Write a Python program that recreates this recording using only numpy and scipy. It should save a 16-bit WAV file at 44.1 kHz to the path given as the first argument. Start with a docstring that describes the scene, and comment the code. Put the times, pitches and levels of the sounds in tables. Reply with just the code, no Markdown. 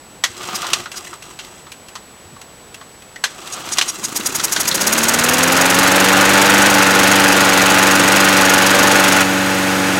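"""A rope rasps and clacks as a petrol lawn mower is pull-started on a paved garden path: the first pull fails.
On the second the single cylinder puffs and runs up to speed, and the blade hums and roars in its deck.
Near the end the beat smooths out and the sound softens; the close microphone overloads a little.
The engine is tones and shaped noise tied to one crank angle; the starter is random tiny contacts and noise
ringing in metal; clacks and thuds are short noise bursts; the garden is quiet coloured noise."""
import sys
import numpy as np
from scipy import signal
from scipy.fft import rfft, irfft
from scipy.io import wavfile

SR = 44100
rng = np.random.default_rng(int(sys.argv[2]) if len(sys.argv) > 2 else 0)


def to_wav(sig):
    """Store sig (one row per channel, or 1-D mono) as 16-bit WAV at the path in sys.argv[1].

    Samples outside -1..1 are clipped; the rate is SR.
    """
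    pcm = np.clip(np.atleast_2d(sig), -1, 1) * 32767
    pcm = np.round(pcm).astype(np.int16)
    wavfile.write(sys.argv[1], SR, pcm.T)  # frames by channels


N = 440559
TIME = np.arange(N) / SR
SMOOTH_FROM_S = 9.235   # from here the beat is smoother

# Resonances of the muffler shell. Each row: centre in Hz, width in Hz, peak in dB.
MUFFLER = [(4970, 200, 10), (5745, 300, 11.5), (6490, 113, 9), (6735, 740, 11.5), (7960, 260, 8.5),
           (8550, 200, 8), (9740, 220, 3), (12400, 400, 6), (13800, 370, 8)]


def from_db(db):
    """Turn decibels into gain."""
    return 10 ** (np.asarray(db) / 20)


def rms_one(x):
    """Scale a sound to an rms (average strength) of one."""
    return x / np.sqrt(np.mean(x ** 2) + 1e-20)


def drift(rate):
    """Random wandering with unit rms: straight lines between rate points a second, still after 4000 points."""
    return rms_one(np.interp(TIME * rate, np.arange(4000), rng.standard_normal(4000)))


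def colour(x, spectrum, resonances=()):
    """Give a sound a broad spectrum with resonant peaks on it, at unit rms."""
    hz = np.arange(N // 2 + 1) * SR / N
    points = np.array(spectrum)
    level_db = np.interp(np.log(hz + 1), np.log(points[:, 0]), points[:, 1])
    for centre, width, peak_db in resonances:
        level_db = level_db + peak_db / (1 + (2 * (hz - centre) / width) ** 2)
    return rms_one(irfft(rfft(x) * from_db(level_db), N))


def noise(spectrum, resonances=()):
    """Random noise, as moving air makes, with a chosen spectrum."""
    return colour(rng.standard_normal(N), spectrum, resonances)


def resonate(x, hz, width_hz):
    """Ring at one pitch, with about unit gain at the peak; a narrower resonance rings longer."""
    r = np.exp(-np.pi * width_hz / SR)
    top = np.array([1, 0, -1]) * (1 - r * r) / 2
    return signal.lfilter(top, [1, -2 * r * np.cos(2 * np.pi * hz / SR), r * r], x)


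def cut(x, hz, kind, order=2):
    """Keep what lies above ("high") or below ("low") a frequency."""
    return signal.sosfilt(signal.butter(order, min(hz, .45 * SR), kind, fs=SR, output="sos"), x)


def low_part(x, hz):
    """Keep the lows without delay, by filtering forwards and then backwards."""
    return cut(cut(x, hz, "low")[::-1], hz, "low")[::-1]


def fade(x, time_s):
    """Let each impulse die away exponentially."""
    return signal.lfilter([1], [1, -np.exp(-1 / (time_s * SR))], x)


def add(out, s, sound):
    """Mix a sound in at time s."""
    at = int(s * SR)
    out[at:at + len(sound)] += sound[:N - at]


def grains(per_s, spread_db):
    """Tiny contacts at random moments, of uneven size when spread_db is above zero."""
    size = from_db(spread_db * np.minimum(rng.exponential(1, N), 4))
    return (rng.random(N) < per_s / SR) * size * rng.choice([-1, 1], N) + 1e-18


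def housing(x):
    """The steel housing rings at its resonances."""
    # Each row: centre in Hz, width in Hz, peak in dB over a direct sound at 0 dB.
    steel_modes = [(1100, 240, 4.5), (1580, 170, 4.5), (1980, 150, 8), (3280, 1600, 7), (4100, 150, 5.5),
                   (4760, 360, 3.5), (6000, 1200, 6), (7420, 250, 3)]
    return sum((from_db(db) - 1) * resonate(x, centre, width) for centre, width, db in steel_modes)


def background(garden_db=-43, hiss_db=-49, whine_hz=7867, whine_db=-45.5):
    """Quiet outdoor air and a hiss are coloured noise; a thin whine is one steady tone."""
    # Outdoor air. Each row: frequency in Hz, relative level in dB.
    air_spectrum = [(18, -39), (30, -7.5), (218, -3), (250, -4.5), (474, -5), (609, -6), (668, -7.5),
                    (783, -6), (7000, -24.5), (9100, -56), (15400, -120)]
    air = noise(air_spectrum)
    hiss = noise([(100, -15), (3000, 4.5), (8000, 0.5), (11000, -1.5), (15500, -6)])
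    whine = np.sin(2 * np.pi * whine_hz * TIME)
    return from_db(garden_db) * air + from_db(hiss_db) * hiss + from_db(whine_db) * whine


def bumps(t60=0.09, width_share=0.39):
    """Feet and wheels bump softly: noise falling 60 dB in t60 seconds rings at one hollow pitch."""
    # Each row: start in seconds, peak in dB, pitch in Hz.
    soft_bumps = [(.285, -38, 90), (.535, -28, 200), (0.797, -33, 147), (2.25, -38, 100), (2.325, -34, 130),
                  (4.036, -38, 130)]
    out, t = np.zeros(N), TIME[:SR // 4]
    for s, db, hz in soft_bumps:
        burst = rng.standard_normal(len(t)) * from_db(-60 * t / t60)
        thud = cut(resonate(burst, hz, width_share * hz), 2 * hz, "low")
        add(out, s, from_db(db) * thud / np.abs(thud).max())
    return out


def contact(peak_db, hz, t60, broad_db, top_hz,
            rise_s=0.00061, ring_share=0.19, tail_db=-24, tail_t60=0.46, low_hz=620):
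    """A contact chatters briefly in the housing, strongest near its own ring; the yard returns a faint tail."""
    t = TIME[:SR // 2]
    decay = from_db(-60 * t / t60) + from_db(tail_db - 60 * t / tail_t60)
    chatter = rng.standard_normal(len(t)) * (1 - np.exp(-t / rise_s)) * decay
    steel = chatter + housing(chatter)
    ring = 2 * resonate(steel, hz, ring_share * hz)
    broad = from_db(broad_db) * cut(steel, low_hz, "high")
    hit = cut(ring + broad, top_hz, "low")
    return from_db(peak_db) * hit / np.abs(hit).max()


def clacks(clack_db=1.5, tick_db=-2, knock_db=-0.2, clack_top_hz=7250):
    """Hard clacks each have their own ring; the ticks are bright and alike, the knocks dull and hollow."""
    # In all three tables the peak is relative: the kind's own dB setting above is added to it.
    # Pawls, handle and shaking engine. Each row: start in seconds, relative peak in dB, main ring in Hz,
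    # time to fall 60 dB in seconds, broad chatter in dB.
    hard_clacks = [(.2375, -2.5, 1930, 0.072, 7), (.7322, 0.5, 2920, 0.048, 21),
                   (1.389, -21.5, 2900, 0.12, 5), (1.953, -20, 1210, .09, -5),
                   (3.159, -22, 1970, 0.046, -9), (3.2385, -3, 1680, 0.079, 1),
                   (3.7836, 0, 1430, 0.051, 11), (3.812, -1.5, 3000, 0.037, 2), (3.822, -7, 2950, .035, 10),
                   (4.397, -9.5, 1390, 0.05, -2), (4.521, -12, 7000, 0.13, -12),
                   (4.562, -5, 1540, 0.079, 4), (4.654, -13, 2500, .053, -1), (4.713, -7.5, 4020, .06, -2)]
    # Light ticks of the recoil ratchet. Each row: start in seconds, relative peak in dB.
    ratchet_ticks = [(.4515, -19), (.701, -13), (.801, -18), (.838, -26), (0.916, -17), (1.047, -18.5),
                     (1.223, -20.5), (1.447, -23), (1.718, -20), (1.884, -22), (2.414, -23), (2.743, -21.5),
                     (3.021, -30), (3.474, -17.5), (3.688, -14.5), (3.771, -11)]
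    # Knocks of the handle on the deck. Each row: start in seconds, relative peak in dB, ring in Hz.
    handle_knocks = [(.643, -14, 1060), (.658, -18, 1360), (0.857, -14, 1400), (.943, -24, 1400),
                     (1.069, -23.5, 1900), (1.13, -20.5, 1220), (1.667, -28, 1240), (2.364, -30, 1130),
                     (2.812, -24, 1130)]
    out = np.zeros(N)
    for s, db, hz, t60, broad_db in hard_clacks:
        add(out, s, contact(db + clack_db, hz, t60, broad_db, clack_top_hz))
    for s, db in ratchet_ticks:
        add(out, s, contact(db + tick_db, hz=2700, t60=0.057, broad_db=2, top_hz=11100))
    for s, db, hz in handle_knocks:
        add(out, s, contact(db + knock_db, hz, t60=0.062, broad_db=-13, top_hz=4970))
    return out


def pulling(steepness):
    """The strength of each pull on the rope rises and falls in one arch."""
    # Each row: start in seconds, length in seconds, relative level in dB at the top of the arch.
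    rope_pulls = [(0.249, .64, -26.5), (3.214, 0.8, -31)]
    total = 0
    for s, length, db in rope_pulls:
        done = np.clip((TIME - s) / length, 0, 1)
        total = total + from_db(db) * np.abs(np.sin(np.pi * done)) ** steepness
    return total


def rewinding(edge_s=0.039, sag_db_per_s=9):
    """The spring draws the rope back in, in fits and starts: each begins quickly, slackens and stops."""
    # Each row: start in seconds, length in seconds, relative level in dB before the sag.
    spring_rewinds = [(0.737, .12, -43), (0.912, 0.27, -40.5), (1.2, .19, -43), (1.412, 0.23, -46),
                      (3.836, .87, -39.5)]
    total = 0
    for s, length, db in spring_rewinds:
        sagging = from_db(db - sag_db_per_s * np.clip(TIME - s, 0, length))
        edges = np.clip(np.minimum(TIME - s, s + length - TIME) / edge_s, 0, 1)
        total = total + sagging * edges
    return total


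def pulley_hum(hz=358, width_hz=32, turns_per_s=10.0, throb_db=4, pull_db=-19, rewind_db=-6):
    """The spinning pulley hums hollowly, as noise in a narrow resonance, and throbs once a turn."""
    hum = resonate(resonate(rng.standard_normal(N), hz, width_hz), hz, width_hz)
    throb = from_db(throb_db * np.cos(2 * np.pi * turns_per_s * TIME))
    motion = from_db(pull_db) * pulling(steepness=0.95) + from_db(rewind_db) * rewinding()
    return rms_one(hum * throb) * motion


def pulley_and_ratchet(grain_db=2.5, rasp_db=-1, ratchet_db=-8, low_hz=1100, top_hz=9000):
    """The pulley rasps with a dense stream of tiny contacts, and sparser pawl contacts tick in the housing."""
    # The rasp. Each row: frequency in Hz, relative level in dB.
    rasp_spectrum = [(40, -28), (130, -0.5), (350, -9.5), (560, -2.5), (900, 0.5), (1400, 2.5), (1900, -6),
                     (3000, 0), (4500, -7), (6500, -9), (9500, -22), (15500, -21)]
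    # Resonances of deck and starter pulley. Each row: centre in Hz, width in Hz, peak in dB.
    pulley_modes = [(347, 93, 14), (724, 80, 6.5), (1205, 150, 7.5)]
    rubbing = grains(2600, spread_db=0.0) * from_db(grain_db * drift(90))
    rasp = colour(rubbing, rasp_spectrum, pulley_modes)
    pawls = fade(np.abs(grains(45, spread_db=4.0)), 0.006) * rng.standard_normal(N)
    ratchet = cut(cut(pawls + housing(pawls), low_hz, "high", order=1), top_hz, "low")
    return from_db(rasp_db) * rasp + from_db(ratchet_db) * rms_one(ratchet)


def recoil_spring(width_hz=75):
    """Coils touch at random and jingle at the pitches of the recoil spring."""
    # Each row: pitch in Hz, relative level in dB.
    spring_modes = [(2056, 1), (2708, 3), (3305, -1), (4050, 0), (5030, 2), (5740, 4), (6541, 4),
                    (7100, -4), (7500, 4.5), (8400, 3.5), (8802, -3), (10500, -8), (13300, -9)]
    touches = grains(350, spread_db=4.0)
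    return rms_one(sum(from_db(db) * resonate(touches, hz, width_hz) for hz, db in spring_modes))


def cylinder_wheeze():
    """On the failed pull, air squeezed from the unfired cylinder hisses through the muffler."""
    # Each row: middle in seconds, level in dB, time from the middle to about a third in seconds.
    squeezes = [(0.56, -20, 0.012), (.975, -27, 0.016)]
    # The hiss. Each row: frequency in Hz, relative level in dB.
    wheeze_spectrum = [(300, -20), (2500, -1), (5000, 1), (7000, -7), (10000, -4), (15500, -14)]
    swell = sum(from_db(db) * np.exp(-((TIME - s) / half) ** 2) for s, db, half in squeezes)
    return swell * noise(wheeze_spectrum, MUFFLER)


def starter(spring_pull_db=-11, spring_rewind_db=0.5, rope_rewind_db=1.0):
    """Rope motion drives the rasp, ratchet and spring; the cylinder wheezes apart from them."""
    rope = pulling(steepness=1.6) + from_db(rope_rewind_db) * rewinding()
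    winding = from_db(spring_pull_db) * pulling(steepness=0.72) + from_db(spring_rewind_db) * rewinding()
    return rope * pulley_and_ratchet() + winding * recoil_spring() + cylinder_wheeze()


def clatter(cycle, speed, beat, contact_share=0.074, grain_db=2.0,
            ticks_per_cycle=14, tick_db=-6, tick_ring_db=0, tick_top_hz=6000):
    """Valves and piston chatter at fixed points of the cycle; loose tin ticks faster and more evenly at speed."""
    # The chatter. Each row: frequency in Hz, relative level in dB.
    chatter_spectrum = [(40, -15), (120, 1), (340, 8), (550, -6.5), (1250, 2), (1900, -7.5), (4000, -6.5),
                        (5200, -6.5), (6500, 0), (9000, -7.5), (15500, -16)]
    # Valve gear. Each row: share of the cycle after the exhaust puff, dB above the steady chatter.
    valve_contacts = [(.14, 6), (.32, 10), (.62, 8.5), (.86, 9)]
    gear_db = 0
    for share, db in valve_contacts:
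        distance = (cycle - share + .5) % 1 - .5
        gear_db = gear_db + db * np.exp(-(distance / contact_share) ** 2)
    stroke = from_db(beat * gear_db)
    gear = rms_one(noise(chatter_spectrum) * stroke * from_db(beat * grain_db * drift(260)))
    unevenness_db = np.interp(speed, [12, 22], [4, 3])
    touches = np.abs(grains(ticks_per_cycle * speed, unevenness_db)) * stroke * from_db(-2 * unevenness_db)
    buzz = fade(touches, 0.0032) * rng.standard_normal(N)
    ticks = rms_one(cut(from_db(tick_ring_db) * housing(buzz) + buzz, tick_top_hz, "low", order=1))
    return gear + beat * from_db(tick_db) * ticks


def piston_knock(cycle, speed, knock_at=.395, uneven_db=2, length_s=0.0069, ring_hz=4000, ring_width_hz=600,
                 low_hz=2650, low_width_hz=500, block_hz=1400, block_width_hz=700, block_db=-1):
    """Once a cycle the loose piston raps the cylinder wall, harder on some strokes than on others."""
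    stroke, share = np.divmod(cycle - knock_at, 1)
    uneven = np.clip(rng.standard_normal(256), -2, 2)[stroke.astype(int) % 256]
    age_s = share / speed
    rap = rng.standard_normal(N) * from_db(uneven_db * uneven) * np.exp(-age_s / length_s)
    ring = resonate(rap, ring_hz, ring_width_hz) + resonate(rap, low_hz, low_width_hz)
    return rms_one(ring + from_db(block_db) * resonate(rap, block_hz, block_width_hz))


def cough(cycle, speed, opens_at=.86, length_s=0.0077, low_hz=600, top_hz=1700):
    """As the exhaust valve cracks open, the burnt charge coughs out just ahead of the hiss."""
    age = (cycle - opens_at) % 1 / speed / length_s   # time since opening, in cough lengths
    burst = rng.standard_normal(N) * np.sqrt(age) * np.exp(-age)
    return rms_one(cut(cut(burst, low_hz, "high"), top_hz, "low"))


def exhaust(cycle, speed, beat, open_share=0.14, widening=0.58, uneven_db=1.0, smooth_share=0.6,
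            lazy_top_hz=11000, bright_per_s=9.6, brightening_per_s=3):
    """The open exhaust valve hisses once a cycle; slow puffs are duller, fast ones fill more of the cycle."""
    # The hiss. Each row: frequency in Hz, relative level in dB.
    puff_spectrum = [(200, -20), (1200, -3.5), (2500, -3.5), (4400, 0.5), (6000, -1.5), (8000, -0.5),
                     (10500, 3.5), (13000, -3.5), (15500, -7)]
    nearest = np.round(cycle)
    half_width = open_share * (speed / speed.max()) ** widening
    puff = 1 / np.sqrt(1 + (np.abs(cycle - nearest) / half_width) ** 8)
    strength = from_db(uneven_db * rng.standard_normal(256)[nearest.astype(int) % 256])
    hiss = noise(puff_spectrum, MUFFLER)
    dull = low_part(hiss, lazy_top_hz)
    lazy = np.clip((bright_per_s - speed) / brightening_per_s, 0, 1)
    return (hiss + lazy * (dull - hiss)) * (beat * puff * strength + (1 - beat) * smooth_share)


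def blade_roar(cycle, beat, swell_db=2.5, slap_db=5.5, pass_at=0.18, slap_at=0.274, split_hz=1000, eddy_db=0.9):
    """Churned air swells with each blade pass; its lower part slaps, with a second beat twice as fast."""
    # The roar. Each row: frequency in Hz, relative level in dB.
    roar_spectrum = [(30, -36), (70, -33.5), (130, -26), (250, -1.5), (400, -4.5), (560, 0.5), (700, -7),
                     (850, -0.5), (1050, -3), (1480, 2), (2100, -2.5), (2800, -5), (4000, -9),
                     (15500, -28.5)]
    # Resonances of the blade deck. Each row: centre in Hz, width in Hz, peak in dB.
    deck_modes = [(239, 48, -4), (500, 70, 1.5), (880, 42, 2.5), (1455, 64, 4), (1850, 270, 1.7),
                  (2640, 300, 3)]
    air = noise(roar_spectrum, deck_modes)
    low = low_part(air, split_hz)
    passing = 8 * np.pi * (cycle - pass_at)   # four blade passes a cycle
    slapping = 8 * np.pi * (cycle - slap_at)
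    swell = from_db(beat * (swell_db * np.cos(passing) + eddy_db * drift(500)))
    slap = from_db(beat * slap_db * (np.cos(slapping) + np.cos(2 * slapping)) / 2)
    return (air - low) * swell + low * slap


def blade_hum(cycle, bite, boom_hz=225, boom_width_hz=45, boom_db=-2.0, jitter=0.0014, waver_db=0.5,
              deck_hz=170, dead_hz=142, dead_width_hz=45, dead_depth=0.4, soft_hz=480,
              ring_hz=520, ring_width_hz=40, ring_db=-3):
    """Tones follow the crank; uneven turning blurs the high ones, and the small deck radiates low ones poorly."""
    # Blade and crank. Each row: multiple of the cycle rate, relative level in dB.
    crank_tones = [(2, -14), (4, -7.5), (5, -8.5), (6, -14.5), (8, -5), (9, -30), (10, -41), (12, -4),
                   (13, -43), (14, -14.5), (15, -17.5), (18, -32), (20, -11.5), (24, -8.5), (28, -14),
                   (32, -10), (34, -15), (36, -7.5), (44, -13.5), (48, -13), (52, -12), (60, -12)]
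    angle = 2 * np.pi * (cycle + jitter * drift(45))   # jitter is in cycles
    tones = 0
    for k, db in crank_tones:
        level = from_db(db + waver_db * drift(16))
        tones = tones + level * np.sin(round(k) * angle + rng.uniform(0, 2 * np.pi))
    # the deck booms as the tones sweep through it
    boom = from_db(boom_db) * resonate(tones, boom_hz, boom_width_hz)
    boom = boom + from_db(ring_db) * resonate(tones, ring_hz, ring_width_hz)
    dead = dead_depth * resonate(tones, dead_hz, dead_width_hz)
    tones = cut(tones + boom - dead, deck_hz, "high")
    mellow = 1.35 * cut(tones, soft_hz, "low", order=1)   # a slower or softer beat has weaker overtones
    return bite * tones + (1 - bite) * mellow


def loudness(law, speed, governed_per_s=24.24, throttle_band_per_s=6.4):
    """A part grows louder with speed; its throttle share follows how far speed lies below the governed speed."""
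    governed_db, doubling_db, throttle_db, smooth_db = law
    throttle = np.clip((governed_per_s - speed) / throttle_band_per_s, 0, 1)   # 1 is wide open
    speed_db = doubling_db * np.log2(speed / governed_per_s)
    return from_db(governed_db + speed_db + throttle_db * throttle + smooth_db * (TIME >= SMOOTH_FROM_S))


def engine(first_puff_s=3.535, crank_s=3.3, spin_up_s=0.43, late_beat=0.23):
    """All running sounds follow one crank angle, and their levels follow its speed."""
    # Engine speed. Each row: time in seconds, four-stroke cycles per second (a cycle is two turns).
    speed_points = [(3.535, 4.368), (3.8, 6.354), (3.96, 5.936), (4.23, 10.355), (4.62, 12.851),
                    (4.96, 18.854), (5.09, 18.993), (5.46, 21.831), (5.98, 23.741), (6.67, 24.762),
                    (6.89, 23.826), (7.09, 24.318), (7.48, 23.676), (8.33, 24.105), (8.52, 23.637),
                    (8.91, 24.115), (9.2, 23.738), (9.99, 23.636)]
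    # How loud each part is, before the swell at the start. Each holds: relative level in dB at governed speed,
    # dB per doubling of speed, dB added at open throttle, dB added once the beat smooths.
    hum_law = (-15.5, 27, 1.7, -1.2)
    roar_law = (-12.5, 18.5, -1, -5)
    clatter_law = (-25.5, 7.5, 5.5, 0.5)
    knock_law = (-36, 8, 9, -14)
    cough_law = (-25.5, 9, 1.5, -9)
    exhaust_law = (-16, 3.5, 5.5, -8.5)
    times, rates = np.transpose(speed_points)
    speed = np.interp(TIME, times, rates)
    cycle = np.cumsum(speed) / SR
    cycle = cycle - np.interp(first_puff_s, TIME, cycle)
    beat = np.where(TIME < SMOOTH_FROM_S, 1, late_beat)   # how strongly the strokes stand out
    turning = np.clip((TIME - crank_s) / spin_up_s, 0, 1)   # the rope turns the crank and the sounds swell in
    bite = beat * (speed / speed.max()) ** 2
    running = loudness(clatter_law, speed) * clatter(cycle, speed, beat)
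    running += loudness(knock_law, speed) * piston_knock(cycle, speed)
    running += loudness(cough_law, speed) * cough(cycle, speed)
    running += loudness(exhaust_law, speed) * exhaust(cycle, speed, beat)
    running += loudness(roar_law, speed) * blade_roar(cycle, beat)
    running += loudness(hum_law, speed) * blade_hum(cycle, bite)
    return turning * running


def scene():
    """The mower in the garden, in one channel."""
    return (background() + bumps() + clacks() + pulley_hum() + starter() + engine())[None]


def record(dry, top=1.0, cutoff_hz=15900):
    """The overloaded microphone rounds off the highest peaks, and the extreme treble is cut."""
    clipped = dry / (1 + (dry / top) ** 8) ** (1 / 8)
    return signal.sosfilt(signal.ellip(12, .1, 80, cutoff_hz, fs=SR, output="sos"), clipped)


dry = scene()
out = record(dry)
to_wav(out)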